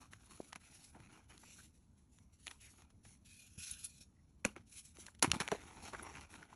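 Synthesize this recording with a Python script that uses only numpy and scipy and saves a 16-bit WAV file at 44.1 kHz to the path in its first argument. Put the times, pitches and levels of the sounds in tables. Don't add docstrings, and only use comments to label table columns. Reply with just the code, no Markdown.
import sys
import numpy as np
from scipy import signal
from scipy.fft import rfft, irfft
from scipy.io import wavfile

SR = 44100
rng = np.random.default_rng(int(sys.argv[2]) if len(sys.argv) > 2 else 0)


def pcm_store(signal):
    levels = np.round(np.clip(np.atleast_2d(signal), -1, 1) * 32767)
    wavfile.write(sys.argv[1], SR, levels.astype(np.int16).T)


N = 288855

# (frequency [Hz], gain [dB])
MIC_RESPONSE = [(3000, 1), (4300, 3.5), (4900, -4.5), (5600, 4.5), (7000, 2.5), (8150, -2), (8800, -12),
                (9400, -3.5), (9750, 8), (10400, 8), (10950, -0.5), (11600, -6), (12300, -25)]


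def amp(db):
    return 10 ** (np.asarray(db) / 20)


def unit(x):
    return x / np.sqrt(np.mean(x ** 2) + 1e-30)


def shape(points):
    hz, db = np.transpose(points)
    log_hz = np.log(np.sort(hz) + 1)
    return lambda f: amp(np.interp(np.log(f + 1), log_hz, db))


def colour(x, gain, size=4096):
    hz = abs(np.fft.fftfreq(size, 1 / SR))
    log_gain = np.log(np.maximum(gain(hz + 1), 1e-5))
    spectrum = np.exp(np.conj(signal.hilbert(log_gain)))
    taps = np.fft.ifft(spectrum).real[:size // 2]
    return signal.fftconvolve(x, taps)[:len(x)]


def heard_rms(x):
    return np.sqrt(np.mean(colour(x, shape(MIC_RESPONSE)) ** 2) + 1e-30)


def flutter(per_s):
    hz = np.fft.rfftfreq(N, 1 / SR)
    lowpass = (hz > 8) / (1 + (hz / per_s) ** 2)
    return unit(irfft(rfft(rng.standard_normal(N)) * lowpass, N))


def wander(x, depth_db, span_s, span_hz):
    hz, s, z = signal.stft(x, SR, nperseg=512)
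    patches = rng.standard_normal(z.shape)
    for axis, steps in ((0, span_hz / hz[1]), (1, span_s / s[1])):
        bell = signal.windows.gaussian(121, steps / np.pi)
        patches = signal.fftconvolve(patches, np.expand_dims(bell, 1 - axis), "same", axes=axis)
    patch_gain = amp(depth_db * unit(patches))
    return signal.istft(z * patch_gain, SR, nperseg=512)[1][:N]


def add(mix, s, sound):
    part = mix[max(round(s * SR), 0):][:len(sound)]
    part += sound[:len(part)]


def pushes(rows, attack_s, release_db_per_s):
    power = np.zeros(N)
    for start, length, db in rows:
        t = np.arange(0, length + .5, 1 / SR)
        attack = np.minimum(t / attack_s, 1)
        gain = attack * amp(db - release_db_per_s * np.maximum(t - length, 0))
        add(power, start, gain ** 2)
    return np.sqrt(power)


def grains(spectrum, per_s, spread_db, clump_db, clumps_per_s, patch_db):
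    size = amp(spread_db * np.minimum(rng.exponential(1, N), 4)) * rng.choice([-1, 1], N)
    gives_way = rng.random(N) < per_s / SR
    clicks = size * gives_way * amp(clump_db * flutter(clumps_per_s))
    sound = wander(colour(clicks, shape(spectrum)), patch_db, span_s=0.1, span_hz=346)
    return sound / heard_rms(sound)


def stroke_gains():
    # (start [s], length [s], fine powder hiss [dB], coarse crumb crunch [dB])
    strokes = [ (0, 0.014, -62.5, -61), (0.106, 0.019, -66.5, -65.5), (0.184, .09, -71.5, -73),
               (0.285, 0.031, -61.5, -64.5), (0.328, 0.16, -67, -72), (0.592, 0.12, -69, -75),
               (0.698, 0.18, -64, -73), (0.921, 0.21, -78.5, -68), (1.106, .09, -73.5, -67),
               (1.278, 0.06, -67.5, -66), (1.385, .26, -63, -77), (1.724, 0.078, -78, -102),
               (1.964, 0.022, -76, -106), (2.111, 0.081, -75.5, -94), (2.315, 0.022, -74, -86),
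               (2.384, 0.15, -68, -97), (2.598, 0.055, -60, -79.5), (2.687, 0.083, -68.5, -77.5),
               (2.772, 0.031, -73, -67.5), (3.028, 0.1, -67, -79.5), (4.646, 0.09, -72.5, -92),
               (4.712, 0.076, -55.5, -82), (4.838, 0.031, -60.5, -92), (4.937, .15, -67.5, -72),
               (4.976, 0.024, -57, -84), (5.42, 0.41, -68, -60), (5.814, 0.066, -58, -55),
               (5.916, 0.31, -69, -58.5), (6.286, 0.075, -65, -61.5), (6.336, 0.1, -77.5, -62.5),
               (6.483, .05, -73, -65)]
    attack_s, release_db_per_s = 0.022, 262
    resting_hiss_db, resting_crunch_db = -86.5, -91
    hiss = pushes([(s, length, db) for s, length, db, _ in strokes], attack_s, release_db_per_s)
    crunch = pushes([(s, length, db) for s, length, _, db in strokes], attack_s, release_db_per_s)
    return np.hypot(hiss, amp(resting_hiss_db)), np.hypot(crunch, amp(resting_crunch_db))


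def shower_gains():
    # (time [s], fine powder hiss [dB], coarse crumb crunch [dB])
    showers = [(2.463, -63, -63), (2.507, -66, -66), (4.451, -53, -53.5), (4.561, -91, -61.5),
               (5.227, -52, -38.5), (5.335, -51, -44.5), (5.403, -50.5, -42.5), (5.518, -59, -48)]
    attack_s, hold_s, release_db_per_s = 0.0071, 0.011, 395.5
    hiss = pushes([(s, hold_s, db) for s, db, _ in showers], attack_s, release_db_per_s)
    crunch = pushes([(s, hold_s, db) for s, _, db in showers], attack_s, release_db_per_s)
    return hiss, crunch


def loose_chalk(tick_db=-2):
    # (frequency [Hz], relative level [dB])
    powder = [(200, -31), (700, -32), (1500, -13), (2500, -3.5), (3300, -5), (5500, -3), (8000, -0.5),
              (10000, -2.5), (12000, 0.5)]
    crumbs = [(100, -22), (300, 8), (550, -6), (850, 3.5), (1100, -3.5), (1380, 1), (1800, -10), (2300, -2),
              (3200, -12), (6000, -17), (12000, -23)]
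    hard_crumbs = [(200, -10), (800, 4), (1400, 5.5), (2400, 5), (4000, -9.5), (7000, -8.5), (12000, -51)]
    hiss = grains(powder, per_s=7200, spread_db=0.0, clump_db=1.95, clumps_per_s=15, patch_db=2.5)
    crunch = grains(crumbs, per_s=2200, spread_db=0, clump_db=2.6, clumps_per_s=41, patch_db=2.0)
    ticks = grains(hard_crumbs, per_s=200, spread_db=2.0, clump_db=1.5, clumps_per_s=30, patch_db=6.0)
    hiss_gain, crunch_gain = np.hypot(stroke_gains(), shower_gains())
    return hiss * hiss_gain + unit(crunch + amp(tick_db) * ticks) * crunch_gain


def rumble():
    # (frequency [Hz], relative level [dB])
    room_tone = [(20, -14), (45, 0), (75, 7), (130, -2), (230, -2), (350, -15.5), (520, -23), (1000, -27),
                 (2500, -42), (6000, -41), (12000, -49.5)]
    room_db, handling_db = -68, -4.5
    noise = colour(rng.standard_normal(N), shape(room_tone))
    low = wander(noise, depth_db=2.5, span_s=0.062, span_hz=130)
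    _, pressing = stroke_gains()
    return unit(low) * np.hypot(amp(room_db), amp(handling_db) * pressing)


def crack(db, hz, treble_db, decay_ms, sharpness=0.81, ring_db=-20, damped_hz=2800, splinter_hz=3600,
          dust_db=-15.5, dust_stretch=5.3, first_break=2.2, size=3000):
    t_ms = np.arange(size) * 1000 / SR
    swell = 1 - np.exp(-3 * t_ms / decay_ms)
    run = swell * np.exp(-t_ms / decay_ms)
    run /= run.max()
    dust = amp(dust_db) * swell * np.exp(-t_ms / (dust_stretch * decay_ms))
    fractures = rng.standard_normal(size) * rng.exponential(1, size) ** .5 * (run + dust)
    fractures[np.argmax(run)] += first_break
    q = sharpness + (treble_db / ring_db) ** 2
    top_hz = max(damped_hz, 1.41 * hz)

    def piece(f):
        resonance = 1 / (1 + (q * (f / hz - hz / f) / 2) ** 2) ** 0.77
        return resonance / np.hypot(1, (f / top_hz) ** 6)

    def splinters(f):
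        broad_peak = 2 / (f / splinter_hz + splinter_hz / f)
        return amp(treble_db) * broad_peak * f / np.hypot(f, 500)

    sound = colour(fractures, lambda f: np.hypot(piece(f), splinters(f)), size=1024)
    return amp(db) * sound / heard_rms(sound) * np.sqrt(np.mean(run ** 2))


def thud(db, last_hz, decay_ms, rough=0.58, size=5000):
    u = np.arange(size) * 1000 / SR / decay_ms
    first_hz = 1.454 * last_hz
    hz = last_hz + (first_hz - last_hz) * np.exp(-u * 1.75)
    tone = np.sin(2 * np.pi * np.cumsum(hz) / SR)
    grit_band = lambda f: f / np.hypot(f, last_hz) / (1 + (f / first_hz) ** 3)
    grit = unit(colour(rng.standard_normal(size), grit_band, size=1024))
    swell = (1 - np.exp(-2.5 * u)) * np.exp(-u)
    blow = amp(db) * swell / swell.max() * (tone + rough * grit)
    no_deep_bass = signal.butter(2, 38, "high", fs=SR, output="sos")
    return signal.sosfilt(no_deep_bass, blow)


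def friction_resonance(length_s, db, first_hz, last_hz, width_hz):
    count = max(round(length_s * SR), 64)
    turn = np.exp(2j * np.pi * np.cumsum(np.linspace(first_hz, last_hz, count)) / SR)
    r = np.exp(-np.pi * width_hz / SR)
    ring = signal.lfilter([1], np.poly([r, r]), rng.standard_normal(SR)[:count] / turn)
    return amp(db) * unit((ring * turn).real) * signal.windows.tukey(count, .7)


def block_rub():
    # (frequency [Hz], relative level [dB])
    block = [(200, -32), (1150, -26), (1420, -9), (1950, -14), (2300, -8.5), (2500, 3), (2750, -4),
             (3800, -4.5), (6200, -3), (8000, -4), (10000, -5), (12000, -1.5)]
    # (start [s], length [s], level [dB])
    slides = [(3.245, 0.23, -63.5), (3.49, 0.14, -69.5), (3.575, 0.11, -53), (3.61, 0.13, -52.5),
              (3.75, 0.073, -59), (3.825, 0.026, -50), (3.87, 0.15, -67.5), (4, 0.0093, -56)]
    drag = grains(block, per_s=14000, spread_db=2.0, clump_db=1.74, clumps_per_s=43, patch_db=3.0)
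    return drag * pushes(slides, attack_s=0.015, release_db_per_s=502)


def room(x, wet_db=-24, t60=0.23, treble_loss_db=-6, size=16000):
    t = np.arange(size) / SR
    sparse = rng.standard_normal(size) * (rng.random(size) < .1)
    taps = sparse * amp(-60 * t / t60) * (t > .003)
    taps = colour(taps / np.linalg.norm(taps), shape([(1000, 0.018), (9000, treble_loss_db)]))
    return x + amp(wet_db) * signal.fftconvolve(x, taps)[:N]


def scene():
    # (time [s], level [dB], pitch of the piece [Hz], splinter treble [dB], decay [ms])
    cracks = [ (.133, -46, 1550, -12, 1.8), (0.5292, -40, 1830, -13.5, 1.3), (.5575, -43.5, 1230, -9, 2.33),
              (.947, -58, 970, -36, 4.8), (.962, -58.5, 734, -43, 4.6), (1.003, -55, 1400, -6, 0.84),
              (1.378, -52, 3000, 5, 1.05), (1.434, -56, 1000, -20, 3.4), (2.186, -59.5, 970, -1, 1.35),
              (2.4691, -36.5, 1420, -6.5, 0.83), (2.479, -37, 2800, -18, 0.88), (2.511, -46, 2550, -8, 2.4),
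              (2.82, -59, 1010, -8, 2.5), (2.902, -67, 990, -5, 3.9), (3.051, -59, 1190, -12, 3.5),
              (3.711, -36.5, 9600, -47, 2.9), (3.8427, -40.5, 9700, -45, 7.2),
              (4.449, -26, 1870, -28, 1.63), (4.4504, -28, 6900, -22, 1.18),
              (4.4499, -28.5, 930, -14.5, 1.68), (4.5626, -45, 1200, -25, 1.9),
              (4.9697, -52.5, 890, -8, 1.1), (5.065, -46, 4050, 10, 1.9), (5.0825, -50.5, 1180, -24, 2.9),
              (5.1484, -60.5, 1300, -4, 2.6), (5.1944, -54, 2800, 7, 0.83), (5.225, -19.5, 1900, -8, 1.5),
              (5.225, -24, 10400, -18, 3.7), (5.2375, -35, 1110, -18, 1.6), (5.2435, -26.5, 1010, -17, 2.8),
              (5.3, -48, 1990, -10, 2.2), (5.3162, -17, 3150, -3, 0.74), (5.3338, -36.5, 870, -23, 1.5),
              (5.3414, -42, 1300, -19, 2.3), (5.349, -36, 930, -34, 1.3), (5.401, -32.5, 1130, -7, 4.5),
              (5.4139, -33.5, 2130, -12, 0.98), (5.42, -31, 1340, -11, 0.51),
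              (5.4778, -29.5, 1750, -18.5, 0.59), (5.486, -31, 1310, -16, 0.46),
              (5.516, -31, 1170, -12.5, 2.1), (5.547, -44, 780, -34, 2.5), (5.852, -49.5, 1190, 0, 2.4),
              (5.932, -43.5, 830, -27, 5.8), (5.9473, -41, 1240, -28, 3.8), (5.994, -44.5, 1350, -44, 2.4),
              (6.027, -49.5, 10600, -48, 6), (6.069, -47, 950, -25, 1.54), (6.1525, -46, 1790, -21, 1.7),
              (6.21, -50, 1000, 12, 0.72), (6.34, -46, 990, -17, 0.95), (6.428, -47, 1350, -25, 1.7),
              (6.5268, -51.5, 930, -49, 3.2)]
    # (time [s], level [dB], settled pitch [Hz], decay [ms])
    thuds = [ (.402, -38, 353, 2.3), (.559, -50.5, 209, 3.7), (.95, -55.5, 206, 14), (.995, -53, 128, 6.7),
             (3.055, -61, 100, 27), (3.577, -49, 85.5, 8.5), (3.712, -54, 59, 14), (4.01, -51.5, 114, 2.3),
             (4.4522, -22.5, 214, 2.76), (4.468, -53, 198, 18), (4.565, -45.5, 339, 3.4),
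             (4.592, -57.5, 94, 14), (4.986, -52, 315, 3.5), (5.227, -27.5, 320, 2.5),
             (5.244, -31.5, 275, 3.8), (5.276, -35, 127, 4.8), (5.294, -40.5, 75, 18),
             (5.334, -33.5, 159, 3.1), (5.359, -42, 229, 6), (5.406, -32.5, 195, 3.4), (5.518, -30, 395, 7),
             (5.522, -37.5, 590, 6), (5.547, -45, 396, 5.9), (5.938, -50, 340, 5.5),
             (6.021, -51, 330.5, 7.9)]
    # (time [s], length [s], level [dB], first pitch [Hz], last pitch [Hz], width [Hz])
    scrapes_and_whistles = [(.615, 0.081, -72, 2630, 2360, 600), (1.41, 0.17, -71, 2230, 2860, 704),
                            (1.575, 0.043, -66, 1400, 1590, 400), (2.58, .14, -67.5, 2910, 1910, 900),
                            (3.24, .25, -70.5, 2530, 2435, 100), (3.585, 0.087, -67, 2500, 2450, 110),
                            (3.72, 0.088, -73, 1550, 1620, 300), (3.88, 0.087, -75.5, 2450, 2430, 131)]
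    chalk = loose_chalk() + block_rub()
    for table, source in ((cracks, crack), (thuds, thud), (scrapes_and_whistles, friction_resonance)):
        for s, *row in table:
            add(chalk, s, source(*row))
    lead_s, relative_db, max_db = .005, -13, -52.5
    for s, db, *piece in cracks:
        add(chalk, s - lead_s, crack(min(db + relative_db, max_db), *piece))
    return (room(chalk) + rumble())[None]


def record(dry):
    sound = colour(dry[0], shape(MIC_RESPONSE))
    edge_hz = 12450
    band_limit = signal.firwin(401, edge_hz, window=("kaiser", 8), fs=SR)
    return signal.oaconvolve(sound, band_limit, "same")[None]


dry = scene()
out = record(dry)
pcm_store(out)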